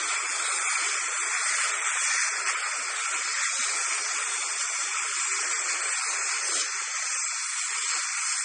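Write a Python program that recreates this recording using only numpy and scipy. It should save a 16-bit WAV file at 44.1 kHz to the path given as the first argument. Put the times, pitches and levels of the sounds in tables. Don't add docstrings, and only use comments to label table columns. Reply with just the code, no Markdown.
import sys
import numpy as np
from scipy import signal
from scipy.fft import rfft, irfft, next_fast_len
from scipy.io import wavfile
from scipy.ndimage import uniform_filter1d

SR = 44100
rng = np.random.default_rng(int(sys.argv[2]) if len(sys.argv) > 2 else 0)


def volts_from_decibels(level):
    exponent = np.asarray(level, float) / 20
    return 10 ** exponent


def wav_record(signal):
    frames = np.transpose(np.atleast_2d(signal))
    bounded = np.clip(frames, -1, 1)
    quanta = np.round(bounded * 32767).astype(np.int16)
    wavfile.write(sys.argv[1], SR, quanta)


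N = 372201



def walk(rate):
    hold = int(SR / rate)
    levels = np.repeat(rng.standard_normal(N // hold + 1), hold)
    slewed = uniform_filter1d(uniform_filter1d(levels, hold), hold)
    return 1.3 * slewed[:N]


def curve(table):
    times, *columns = np.transpose(table)
    return [np.interp(np.arange(N) / SR, times, column) for column in columns]


def triangle(peak_s, half_s):
    return np.clip(1 - np.abs(np.arange(N) / SR - peak_s) / half_s, 0, 1)


def hiss(modes, flicker_db):
    size = next_fast_len(N, real=True)
    f = np.arange(size // 2 + 1) * SR / size
    out = 0
    for hz, width_hz, db in modes:
        detuning = (f - hz ** 2 / (f + 1)) / (2 * width_hz)
        response = (1 + detuning ** 2) ** -2
        ring = irfft(rfft(rng.standard_normal(size)) * response, size)[:N]
        out = out + ring * volts_from_decibels(db + flicker_db * walk(12))
    return out / out.std()


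def drift_db():
    return 1.09 * walk(11)


# t/s, middle of mouth splash/dB, cheek pocket/dB, spatter/dB, whistle/dB
BAND_LEVELS = [(0.0, -4, 1.5, 1, 1.5), (0.5, -3, 0, -0.5, -0.5), (1.0, -2.5, 2, -0.5, 1.5),
               (1.4, 1, -1, -1, 2.5), (1.62, 1.6, 0.9, -0.5, 1), (1.9, 1.5, 0, -4.5, 1.5),
               (2.2, 2.5, -1, 1.5, 4.5), (2.6, 0.5, -2.5, 2.5, -1), (3.0, -2, 0, -1, -0.5),
               (3.4, 0.5, -1.5, 0, 1), (3.75, -1.5, -0.5, 1, 1), (4.4, -2, 2, -2, 1.5),
               (5.1, -2, -2, -1.5, 0), (5.8, 0, -0.5, -2.5, -1), (6.2, -1.5, -5, -2, -1),
               (6.6, 0, -0.5, 0.5, 5), (6.85, 1, -0.5, -1, 0.5), (7.15, -1.5, -2, -1.5, 3),
               (7.38, -1.5, -2.5, -1, 0.5), (7.6, -1.5, 1, -1, -1.5), (8.0, 0, 0.1, 0, 1),
               (8.1, -1.5, -9, -0.5, 2.3), (8.22, -0.1, -1.5, -0.9, 2), (8.44, 0, -2.5, -1.5, -1.5)]
# t/s, mouth ring/dB, lower hollow/dB, upper hollow/dB (positive fills it up)
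SPRAY_COLOUR = [(0.0, 0.5, -10.5, -8.5), (0.3, -1.5, -1.5, -12), (0.45, 1, -14.5, 7.5), (0.7, 0, -4.5, -9),
                (1.05, -0.5, -1.5, -7.5), (1.35, -1, -7.5, -0.5), (1.65, 0.5, 0.5, -2.5),
                (1.85, 0, -4.5, -10), (2.25, -2, -5, -1), (2.55, 1, 1, -8), (2.85, -1.5, -4, -2.5),
                (3.15, 1.5, 0, -2.5), (3.45, -3, -8, 1.5), (3.7, -0.5, -0.5, 6), (3.9, -1, -4, -9.5),
                (4.15, -1.5, -4, -4), (4.4, -1, -5, -12.5), (5.1, -2, 0, -13), (5.3, -2, 0, 0),
                (5.7, 0.5, -2.5, -16), (5.95, -0.5, 4, 0.5), (6.15, -0.5, -6.5, 2.5),
                (6.3, -0.5, -1.5, 0.5), (6.5, -1.5, 0, -4), (6.6, -0.5, 5, 2), (6.7, -0.5, -7.5, -5),
                (6.85, 0, -0.5, -6), (7.05, 0.5, 1.5, 0.5), (7.35, -1.5, -6, -9.5), (7.65, -2.5, 0.5, 0),
                (8.0, 0.5, -2, -7), (8.44, 0, -1, -2.5)]


def air_polisher():
    spray_db, lean_db = spray_strength()
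    middle_db, cheek_db, spatter_db, whistle_db = curve(BAND_LEVELS)
    ring_db, *depths_db = curve(SPRAY_COLOUR)
    layers = (jet_hiss(lean_db) + mouth_splash(lean_db, ring_db, middle_db) + cheek_pocket(lean_db, cheek_db)
              + spatter(lean_db, spatter_db) + nozzle_whistle(lean_db, whistle_db))
    coloured = sliding_hollows(layers, depths_db)
    sputter_db = 0.4 * walk(70) + 0.41 * walk(25)
    return coloured * volts_from_decibels(spray_db + sputter_db)


# t/s, level/dB, lean of the colour from mouth splash to treble/dB
SPRAY_STRENGTH = [(0.0, -28, -1.5), (0.14, -27, -0.5), (0.26, -30, -2.5), (0.36, -27.5, -1),
                  (0.75, -27, -1), (1.1, -28.5, -1), (1.62, -25.5, 0), (1.79, -28.5, -0.5),
                  (2.21, -26.5, -0.5), (2.42, -31, -2.5), (2.7, -29.5, -2), (2.96, -29, -1.5),
                  (3.3, -28.5, 0), (3.5, -27.5, -1), (3.71, -28, 0), (3.86, -27.5, -0.5),
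                  (4.05, -28.5, -0.5), (4.55, -29.5, 0.5), (5.0, -27.5, 0), (5.4, -29, 0), (5.95, -27, 1),
                  (6.44, -28.5, 0.5), (6.72, -30.5, 1), (7.3, -28.5, 2), (7.7, -30.5, 0.5),
                  (8.09, -28.5, 0.5), (8.44, -28, 2.5)]
# peak t/s, level over the spray/dB, half length/s, lean/dB
SPURT_EVENTS = [(0.552, 1.5, 0.031, 1.5), (1.88, 2, 0.053, 0.5), (2.07, 3, 0.064, 2.5),
                (2.267, 2, 0.085, 0.5), (2.491, 7.5, 0.04, 1), (3.156, 2, 0.064, -0.5),
                (3.438, 3.5, 0.057, 0), (4.614, 4.5, 0.032, 0.5), (4.819, 2, 0.072, 2),
                (5.338, 2.5, 0.15, 0.5), (5.523, 3, 0.026, -1), (5.711, 2.5, 0.051, 1.5),
                (6.094, 1, 0.032, 1), (6.303, 2, 0.084, -0.5), (6.561, 4, 0.11, 2),
                (6.609, 3.5, 0.025, 2.5), (7.607, 2, 0.075, 2), (7.89, 3, 0.073, 1)]


def spray_strength():
    spray_db, lean_db = curve(SPRAY_STRENGTH)
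    for peak_s, rise_db, half_s, bend_db in SPURT_EVENTS:
        swell = triangle(peak_s, half_s)
        spray_db = spray_db + rise_db * swell
        lean_db = lean_db + bend_db * swell
    return spray_db, lean_db


# f/Hz, width/Hz, level/dB
JET_MODES = [(6734, 480, -1), (8360, 400, -0.5), (9360, 420, -15.5)]
CORE_MODES = [(7605, 330, 0)]
FLANK_MODES = [(7200, 300, 0.19), (7977, 280, -1.2)]
TOP_MODES = [(8855, 350, 0)]
LOW_NOZZLE_MODES = [(5742, 400, 0)]
# t/s, core/dB, flanks/dB, top/dB, low nozzle ring/dB
TREBLE_LEVELS = [(0.0, -10, -9.5, -16.5, -17.5), (0.55, -11, -8.5, -10.5, -17.5),
                 (1.0, -11, -9, -15, -16.5), (1.5, -11, -10, -13.5, -16), (1.9, -9, -15.5, -14, -14.5),
                 (2.2, -11, -9, -13, -13), (2.6, -8.5, -11.5, -15.5, -15), (3.0, -9, -10, -14.5, -16),
                 (3.5, -8.5, -9.5, -17, -13.5), (4.0, -9.5, -8.5, -15, -13), (4.5, -9, -11, -17, -16),
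                 (5.0, -10.5, -9.5, -15, -16), (5.6, -8, -9, -14.5, -13.5), (6.1, -7.5, -10.5, -17, -17.5),
                 (6.55, -8.5, -14, -16.5, -16.5), (7.0, -8, -12.5, -19, -15.5),
                 (7.5, -7.5, -13.5, -15, -16), (8.0, -7, -12.5, -17, -14.5), (8.44, -7.5, -14, -14, -14)]


def jet_hiss(lean_db):
    lean_gain_db = 0.45 * lean_db
    jet = volts_from_decibels(-8.5 + lean_gain_db + drift_db()) * hiss(JET_MODES, flicker_db=1.73)
    for db, modes in zip(curve(TREBLE_LEVELS), (CORE_MODES, FLANK_MODES, TOP_MODES, LOW_NOZZLE_MODES)):
        jet = jet + volts_from_decibels(db + lean_gain_db + drift_db()) * hiss(modes, flicker_db=1.5)
    return jet


# f/Hz, width/Hz, level/dB
MOUTH_MODES = [(825, 250, -17.5), (1101, 300, -7.5), (2299, 280, -0.5), (2553, 240, -6)]
RING_MODES = [(1287.6, 200, -3), (1401, 220, -3), (1357, 14, 1)]
MIDDLE_MODES = [(1604, 250, -5.5), (1916, 400, -1)]


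def mouth_splash(lean_db, ring_db, middle_db):
    def splash_db():
        powder_db = 1.62 * walk(120)
        return -0.9 * lean_db + powder_db + 0.9 * walk(45)

    return (volts_from_decibels(-8 + splash_db()) * hiss(MOUTH_MODES, flicker_db=0.83)
            + volts_from_decibels(-9.5 + splash_db() + ring_db) * hiss(RING_MODES, flicker_db=0.4)
            + volts_from_decibels(-8.5 + splash_db() + middle_db) * hiss(MIDDLE_MODES, flicker_db=0.93))


# f/Hz, width/Hz, level/dB
CHEEK_MODES = [(2968, 350, -3), (3419, 330, -2), (3850, 300, -5)]


def cheek_pocket(lean_db, cheek_db):
    return volts_from_decibels(-13.5 - 0.18 * lean_db + cheek_db + drift_db()) * hiss(CHEEK_MODES, flicker_db=1.37)


# f/Hz, width/Hz, level/dB
SPATTER_MODES = [(4317, 430, -4.5), (4748, 350, -5.5), (5167, 400, -1)]


def spatter(lean_db, spatter_db):
    return volts_from_decibels(-10.5 + 0.7 * lean_db + spatter_db + drift_db()) * hiss(SPATTER_MODES, flicker_db=1.34)


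# f/Hz, width/Hz, level/dB
NOZZLE_MODES = [(6168, 300, 0.096), (6210, 45, -1.1)]


def nozzle_whistle(lean_db, whistle_db):
    return volts_from_decibels(-13 + 0.84 * lean_db + whistle_db + drift_db()) * hiss(NOZZLE_MODES, flicker_db=1.36)


# t/s, lower f/Hz, upper f/Hz
HOLLOW_CENTRES = [(0.0, 2850, 3910), (0.8, 2860, 3820), (1.3, 2910, 3890), (1.6, 2980, 3800),
                  (1.9, 3020, 4020), (2.4, 3080, 3940), (3.0, 3010, 3900), (3.4, 2960, 3830),
                  (4.3, 3100, 3934), (5.0, 3100, 3940), (5.5, 3010, 3910), (6.1, 3070, 3850),
                  (6.6, 3040, 3780), (7.0, 3120, 3860), (7.35, 3050, 3730), (7.8, 3150, 3840),
                  (8.44, 3120, 3850)]
# lower/Hz, upper/Hz
HOLLOW_WIDTHS = [180, 140]


def sliding_hollows(x, depths_db):
    for centre_hz, width_hz, depth_db in zip(curve(HOLLOW_CENTRES), HOLLOW_WIDTHS, depths_db):
        carrier = np.exp(2j * np.pi * np.cumsum(centre_hz) / SR)
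        lowpass = signal.butter(2, width_hz, fs=SR, output="sos")
        band = 2 * (signal.sosfiltfilt(lowpass, x / carrier) * carrier).real
        x = x - (1 - volts_from_decibels(depth_db)) * band
    return x


# f/Hz, width/Hz, level/dB
UPPER_SUCTION = [(817.4, 300, 0)]
MIDDLE_SUCTION = [(596.3, 220, 0)]
LOWEST_SUCTION = [(260.6, 56, -14.5), (408, 170, 4)]
# t/s, upper/dB, middle/dB, lowest/dB
RUSH_LEVELS = [(0.0, -54, -55.5, -52.5), (0.62, -48, -52.5, -51), (0.72, -47, -59, -65),
               (0.82, -49.5, -54, -51.5), (1.05, -55, -53, -51), (1.4, -53, -54.5, -54.5),
               (1.65, -53.5, -49, -54), (2.1, -54.5, -56, -55.5), (2.22, -55, -56.5, -63),
               (2.35, -54, -54, -53), (3.0, -51, -52.5, -54), (3.07, -55, -58, -63),
               (3.15, -55, -53.5, -50.5), (3.45, -59.5, -53.5, -66), (3.7, -52.5, -53, -50),
               (4.4, -52, -56.5, -55), (4.8, -55.5, -54.5, -56.5), (5.0, -52.5, -59, -53),
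               (5.17, -58.5, -55.5, -53.5), (5.23, -57, -60, -62), (5.29, -56, -55, -52.5),
               (5.5, -53.5, -56, -52), (5.9, -53, -52.5, -52.5), (6.01, -50, -57, -61),
               (6.15, -51.5, -54, -52.5), (6.42, -52.5, -54, -54), (6.57, -52, -45, -45),
               (6.7, -55, -65, -57), (6.8, -52, -56.5, -52.5), (6.92, -58, -55.5, -66),
               (7.12, -57, -56.5, -71), (7.3, -60, -55, -72), (7.4, -59.5, -71, -75), (7.62, -57, -71, -70),
               (7.7, -64, -68, -57), (7.88, -58, -68.5, -58), (7.97, -61.5, -48.5, -51),
               (8.06, -60, -71, -69), (8.35, -57, -71.5, -70), (8.44, -58.5, -66, -57)]


def suction_tip():
    upper_db, middle_db, lowest_db = curve(RUSH_LEVELS)
    return (volts_from_decibels(upper_db) * hiss(UPPER_SUCTION, flicker_db=0.74)
            + volts_from_decibels(middle_db) * hiss(MIDDLE_SUCTION, flicker_db=0.52)
            + volts_from_decibels(lowest_db) * hiss(LOWEST_SUCTION, flicker_db=0.9))


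# f/Hz, width/Hz, level/dB
PUFF_MODES = [(267.7, 60, 0)]
# peak t/s, level/dB, half length/s
PUFF_EVENTS = [(0.25, -62, .04), (2.798, -56, .04), (3.16, -58.5, .04), (3.608, -51.5, 0.036),
               (5.896, -59, 0.042), (6.3, -57, .04), (6.557, -51, 0.043), (7.863, -60, .03)]


def air_puffs():
    envelope = sum(volts_from_decibels(db) * triangle(peak_s, half_s) for peak_s, db, half_s in PUFF_EVENTS)
    return hiss(PUFF_MODES, flicker_db=-0.5) * envelope


def scene():
    return np.tile(air_polisher() + suction_tip() + air_puffs(), (2, 1))


# f/Hz, level/dB
LINK_STEP = [(250, -2), (400, -2), (800, 0), (1600, 5), (2400, 5), (2900, 2), (3500, 1.5), (5000, 4.5),
             (7500, 6.3), (8900, 4.3), (9150, -1), (9800, -8)]


def thin_link(x, scatter_db, dead_zone):
    hop, line_count = 940, 416
    n, k = np.arange(2 * hop) + 0.5, np.arange(line_count) + 0.5
    line_hz = k * SR / 2 / hop
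    window = signal.windows.kaiser_bessel_derived(2 * hop, 4 * np.pi)
    cosines = np.cos(np.pi / hop * np.outer(n + hop / 2, k)) * np.sqrt(2 / hop)
    basis = window[:, None] * cosines
    count = N // hop + 3
    padded = np.pad(x, (hop, count * hop - N))
    lines = padded[np.arange(count)[:, None] * hop + np.arange(2 * hop)] @ basis
    table_hz, table_db = np.transpose(LINK_STEP)
    step_db = np.interp(np.log(line_hz), np.log(table_hz), table_db)
    chance = np.repeat(rng.standard_normal((count, line_count // 16)), 16, axis=1)
    frame_rms = np.sqrt(np.mean(lines ** 2, axis=1, keepdims=True))
    step = frame_rms * volts_from_decibels(step_db + scatter_db * chance)
    top_hz = 9380 + 270 * np.repeat(rng.standard_normal(count), 2)[:count, None]
    lines = lines * (line_hz < top_hz)
    rounded = np.sign(lines) * np.floor(np.abs(lines) / step + 1 - dead_zone) * step
    frames = rounded @ basis.T
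    return (frames[1:, :hop] + frames[:-1, hop:]).ravel()[:N]


def band_limit(x):
    return signal.sosfilt(signal.butter(12, 10220, fs=SR, output="sos"), x)


def record(dry):
    microphone = signal.butter(4, 230, "high", fs=SR, output="sos")
    heard = signal.sosfilt(microphone, dry[0])
    sent = thin_link(heard, scatter_db=2.0, dead_zone=0.62)
    mix = np.tile(sent, (2, 1))
    return band_limit(mix)


dry = scene()
out = record(dry)
wav_record(out)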